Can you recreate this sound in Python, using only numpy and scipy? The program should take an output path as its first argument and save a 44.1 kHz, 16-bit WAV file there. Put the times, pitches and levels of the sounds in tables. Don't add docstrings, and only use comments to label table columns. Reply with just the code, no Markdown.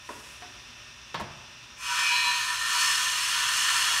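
import sys
import numpy as np
from scipy import signal
from scipy.fft import rfft, irfft, next_fast_len
from scipy.io import wavfile
from scipy.ndimage import map_coordinates

SR = 44100
rng = np.random.default_rng(int(sys.argv[2]) if len(sys.argv) > 2 else 0)


def to_wav(s):
    ch = np.atleast_2d(s).T
    pcm = np.round(np.clip(ch, -1, 1) * 32767)
    wavfile.write(sys.argv[1], SR, pcm.astype(np.int16))


N = 176400
TIME = np.arange(N) / SR
TOP_HZ = 15700


def amp(db):
    return 10 ** (np.asarray(db) / 20)


def unit(x):
    return x / np.sqrt(np.mean(x ** 2) + 1e-20)


def along(points, hz):
    freqs, values = np.transpose(points)
    return np.interp(np.log(hz + 1), np.log(freqs + 1), values)


def curves(rows):
    times, *columns = np.transpose(rows)
    return [np.interp(TIME, times, column) for column in columns]


def wobble(per_s):
    return map_coordinates(rng.standard_normal(4096), [TIME * per_s], mode="wrap")


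def filtered(x, response):
    size = next_fast_len(len(x) + SR // 4)
    return irfft(rfft(x, size) * response(np.fft.rfftfreq(size, 1 / SR)), size)[:len(x)]


def band(hz, lo_hz, hi_hz, order=12):
    return ((1 + (lo_hz / (hz + 1)) ** (2 * order)) * (1 + (hz / hi_hz) ** (2 * order))) ** -.5


def noise(spectrum):
    return unit(filtered(rng.standard_normal(N), lambda hz: amp(along(spectrum, hz))))


def rubbed_mode(hz, width_hz, spread=1, flutter_db=2.86, rough_from_hz=12):
    drift = np.cumsum(spread * wobble(4 * width_hz)) * width_hz / (2 * SR)
    flutter = amp(flutter_db * min(1, width_hz / rough_from_hz) * wobble(2 * width_hz))
    return unit(flutter * np.sin(2 * np.pi * (hz * TIME + drift)))


# (frequency [Hz], relative density [dB])
IDLE_SPECTRUM = [(15, -43), (25, -22), (64, -3), (96, -7), (122, -4.5), (144, -9.5), (195, -12.5),
                 (246, -6), (267, -15.5), (399, -12.5), (480, -22.5), (598, -9), (666, -17.5), (871, -13.5),
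                 (1240, -8), (1710, -9.5), (1850, -10.5), (2170, -11.5), (2630, -2.5), (3170, -9),
                 (3630, -9.5), (4500, -15), (5430, -7.5), (7500, -24), (8130, -23.5), (15500, -40.5)]
# (frequency [Hz], rms level [dB], linewidth [Hz])
IDLE_TONES = [(56.8, -67, 8.8), (118.4, -65.5, 1.81), (985, -66.5, 32), (1817, -63, 9), (2630, -62, 82),
              (3535, -61, 3.87), (5810, -61, 120), (8300, -79, 68)]
# (time [s], sway [dB], hiss level [dB])
IDLE_LEVELS = [(0, -4, -70), (.1, -2, -55.5), (.33, -2, -56), (.5, -1.7, -68), (.85, -2.5, -76),
               (1.1, -3, -87), (1.55, -3, -90), (1.7, -3, -88)]
# (frequency [Hz], relative density [dB])
HISS_SPECTRUM = [(3000, -19), (6500, 2.5), (9700, 1.5), (12000, -5), (15500, -15)]


def idle(level_db=-45.5):
    sway_db, hiss_db = curves(IDLE_LEVELS)
    tones = sum(amp(db) * rubbed_mode(hz, width_hz) for hz, db, width_hz in IDLE_TONES)
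    broadband = amp(level_db + sway_db + 0.39 * wobble(31)) * noise(IDLE_SPECTRUM)
    return broadband + tones + amp(hiss_db) * noise(HISS_SPECTRUM)


# (frequency [Hz], T60 [s])
HALL_T60 = [(100, 0.63), (500, 0.78), (1500, 0.84), (5000, 0.42), (12000, 0.1)]


def hall(x):
    hz, t, spectra = signal.stft(rng.standard_normal(SR), SR, nperseg=256)
    decay = amp(-60 * t / along(HALL_T60, hz)[:, None])
    tail = signal.istft(spectra * decay, SR, nperseg=256)[1]
    return signal.fftconvolve(x, tail / np.linalg.norm(tail))[:len(x)]


# (time [s], level [dB], clack cutoff [Hz], ring gain [dB], thud pitch [Hz],
# thud gain [dB], hollow note [Hz], hollow gain [dB], tick gain [dB])
IMPACTS = [(0.0901, -33.5, 1300, -1, 350, -10, 590, -3.5, -33),
           (0.421, -39.5, 1900, -24, 290, -10, 721, 2, -26),
           (1.143, -28.5, 2240, 3.5, 141, -11.5, 596, -16, -15),
           (1.1544, -37, 3480, 2, 140, -10, 606, -20, -18),
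           (1.198, -31.5, 1160, 4.5, 119, -17, 593, -5, -11),
           (1.2094, -39.5, 1200, -6, 120, 5, 643, -1, -3)]
# (frequency [Hz], relative level [dB], T60 [s])
FRAME_MODES = [(346.7, -16, 0.19), (609, -20, 0.28), (870, -17, 0.11), (949, -4, 0.089), (1082, -2.5, 0.1),
               (1344, -3, 0.032), (1540, -10, 0.036), (1785, -21, 0.083)]
# (frequency [Hz], relative density [dB])
CLACK_SPECTRUM = [(80, -18), (300, -11), (600, -5.5), (1050, 0), (1600, -0.5), (2400, -1.5), (5000, 8.5),
                  (8000, -6), (15000, -16)]


def latch(build_cycles=1.5, hall_db=-5.5, ring_send_db=-9):
    out, t = np.zeros(N + SR), np.arange(SR) / SR

    def decay(db, t60_s):
        return amp(db - 60 * t / t60_s)

    def rise(tau_s):
        return 1 - np.exp(-t / tau_s)

    for s, db, dull_hz, ring_db, thud_hz, thud_db, hollow_hz, hollow_db, tick_db in IMPACTS:
        clack = filtered(noise(CLACK_SPECTRUM)[:SR], lambda hz: band(hz, 50, dull_hz, order=3))
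        clack = unit(clack) * decay(0, t60_s=0.08)
        ring = sum(decay(ring_db + mode_db, t60_s) * rise(build_cycles / hz)
                   * np.sin(2 * np.pi * (hz * t + rng.random())) for hz, mode_db, t60_s in FRAME_MODES)
        hollow = decay(hollow_db, t60_s=0.14) * rise(0.0064) * np.sin(2 * np.pi * hollow_hz * t)
        thud = filtered(rng.standard_normal(SR), lambda hz: band(hz, thud_hz, thud_hz, order=3))
        thud = unit(thud) * decay(thud_db, t60_s=0.22) * rise(0.0091)
        tick = noise([(1500, -7), (4000, 4), (9000, -3), (15000, -13)])[:SR]
        tick *= decay(tick_db, t60_s=0.044)
        direct = (clack + ring + hollow + tick + thud) * rise(0.00056)
        reverb = hall(clack + tick + thud + amp(ring_send_db) * (ring + hollow))
        out[round(s * SR):][:SR] += amp(db) * (direct + amp(hall_db) * reverb)
    return out[:N]


# (time [s], body level [dB], rasp level [dB], hiss level [dB])
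CUT_LEVELS = [(1.74, -68, -54, -68), (1.77, -59, -60, -50), (1.8, -54, -53, -46.5),
              (1.86, -46.5, -39, -41.5), (1.99, -36.5, -34, -35.5), (2.1, -41, -32.5, -37),
              (2.62, -42, -37.5, -38), (2.82, -34, -30.5, -29.5), (3.11, -40.5, -33.5, -34),
              (3.46, -35.5, -32, -33.5), (3.61, -37.5, -32, -31), (3.7, -33.5, -30.5, -31),
              (4.0, -35.5, -31.5, -32)]
# (frequency [Hz], relative density [dB])
SCRAPE_SPECTRUM = [(500, -49), (850, -10), (882, -56), (937, 4), (995, 2), (1080, -1), (1210, -0.5),
                   (1470, -3.5), (1660, -2), (1810, 2.5), (1940, -5), (2110, -12), (2450, -6.5),
                   (2630, -6.5), (2860, -2), (3830, -11), (4330, -7), (4830, -15.5), (5190, -12),
                   (6080, -6.5), (6700, -9), (9080, -10), (10400, -16.5), (13000, -21), (15500, -31)]
# (time [s], level [dB])
EDGE_LEVELS = [(1.74, -90), (1.98, -55.5), (2.55, -62), (2.82, -56), (3.26, -58.5), (4.0, -52)]


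def scrape(grit_per_s=3500, grit_db=-3, judder_db=0.23, shimmer_db=-4.5, shimmer_t60_s=0.2, lift_db=1.5):
    grains = (rng.random(N) < grit_per_s / SR) * rng.standard_normal(N)
    rub = (rng.standard_normal(N) + amp(grit_db) * unit(grains)) * amp(judder_db * wobble(70))
    t = TIME[:SR // 4]
    reflections = rng.standard_normal(len(t)) * amp(-60 * t / shimmer_t60_s)
    shimmer = signal.fftconvolve(rub, reflections / np.linalg.norm(reflections))[:N]
    rub += amp(shimmer_db) * filtered(shimmer, lambda hz: band(hz, 2950, TOP_HZ, order=2))

    def part(lo_hz, hi_hz):
        return unit(filtered(rub, lambda hz: amp(along(SCRAPE_SPECTRUM, hz)) * band(hz, lo_hz, hi_hz)))

    body, rasp, hiss = amp(curves(CUT_LEVELS))
    edge = noise([(350, -11), (500, -7.5), (610, -2.5), (900, 4.5), (1100, -43), (2000, -70)])
    edge *= amp(curves(EDGE_LEVELS)[0])
    lower_bands = edge + body * part(956, 2000) + rasp * part(2100, 5040)
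    return amp(lift_db) * lower_bands + hiss * part(4870, 18000)


# (time [s], relative level [dB])
CATCHES = [(2.01, -29.5), (2.1, -36), (2.19, -29), (2.3, -27.5), (2.41, -32), (2.5, -27.5), (2.63, -28.5),
           (2.72, -34.5), (2.83, -31), (2.9, -31), (2.99, -32), (3.08, -28), (3.2, -46), (3.42, -41),
           (3.53, -43), (3.63, -30.5), (3.71, -34), (3.79, -31), (3.89, -41), (3.97, -27)]


def catches(rise_s=0.024, t60_s=0.3):
    return sum(np.exp(-(np.minimum(TIME - s, 0) / rise_s) ** 2)
               * amp(db - 60 * np.maximum(TIME - s, 0) / t60_s) for s, db in CATCHES)


# (frequency [Hz], level [dB], linewidth [Hz])
BLADE_MODES = [(972, -44, 12), (1022, -48, 15), (1145, -51.5, 14), (1247, -50.5, 18), (1354, -47, 12),
               (1399.5, -50.5, 12), (1509, -47, 17), (1657, -52.5, 17), (1774, -43.5, 11), (1831, -44, 10),
               (2347, -43.5, 7.6), (2395, -49.5, 7.3), (2520, -42, 7), (2680, -53, 20), (2800, -47, 30),
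               (2940, -46, 55), (3330, -47.5, 28), (4033, -45.5, 9), (4186, -53.5, 12), (4260, -55, 16),
               (4425, -48.5, 24), (5216, -48, 35), (5336, -49.5, 29), (6320, -49.5, 52)]
# (time [s], relative level [dB])
LOW_SWELL = [(1.74, -59), (1.92, -33), (2.08, -44), (2.125, -28.5), (2.19, -34), (2.28, -28.5),
             (2.365, -29), (2.39, -40), (2.52, -36.5), (2.7, -61), (2.745, -25.5), (2.88, -37), (3, -43),
             (4, -41)]
SING_SWELL = [(1.74, -52), (1.83, -43.5), (1.95, -38), (2.07, -28), (2.2, -29.5), (2.32, -34),
              (2.45, -40.5), (2.62, -48), (2.8, -37.5), (3.1, -50), (4, -60)]
HIGH_SWELL = [(1.74, -82), (2.07, -51), (2.15, -39), (2.24, -36.5), (2.35, -37.5), (2.45, -48), (2.62, -48),
              (2.85, -50), (4, -51)]
# (time [s], relative level [dB])
WHISTLE_SWELL = [(1.74, -85), (2.05, -37), (2.35, -37), (2.68, -54), (2.78, -29), (2.93, -33.5),
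                 (3.02, -59), (4, -39)]


def blade(gain_db=0.5, wander_db=2.8, damped_from_s=2.103, damping_db_per_s=3.5, broaden_per_s=0.6):
    low, sing, high, whistle = [unit(amp(curves(rows)[0]))
                                for rows in (LOW_SWELL, SING_SWELL, HIGH_SWELL, WHISTLE_SWELL)]
    damped_s = np.maximum(TIME - damped_from_s, 0)
    damping = amp(-damping_db_per_s * damped_s)
    spread = 1 + broaden_per_s * damped_s
    body, rasp, hiss = amp(curves(CUT_LEVELS))
    middle = unit(catches() + amp(-8) * body)
    low *= amp(0.8 * wobble(per_s=45))
    # (from [Hz], to [Hz], envelope, random wander of each mode [dB])
    registers = [(0, 1000, low, 0), (1000, 1730, body * damping, wander_db),
                 (1730, 2100, middle, 0), (2100, 2600, sing, 0),
                 (2600, 3900, rasp, wander_db), (3900, 4380, high, 0),
                 (4380, 4800, whistle, 0), (4800, SR, hiss * damping, wander_db)]
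    out = np.zeros(N)
    for hz, db, width_hz in BLADE_MODES:
        for lo_hz, hi_hz, swell, depth_db in registers:
            if lo_hz <= hz < hi_hz:
                envelope = unit(swell * amp(depth_db * wobble(per_s=11)))
                out += amp(db + gain_db) * envelope * rubbed_mode(hz, width_hz, spread)
    return out


def scene(contact_s=1.755, bite_s=0.07):
    contact = np.clip((TIME - contact_s) / bite_s, 0, 1)
    mono = latch() + idle() + contact * (scrape() + blade())
    return np.array([mono, mono])


def record(dry):
    return np.array([filtered(side, lambda hz: hz < TOP_HZ) for side in dry])


dry = scene()
out = record(dry)
to_wav(out)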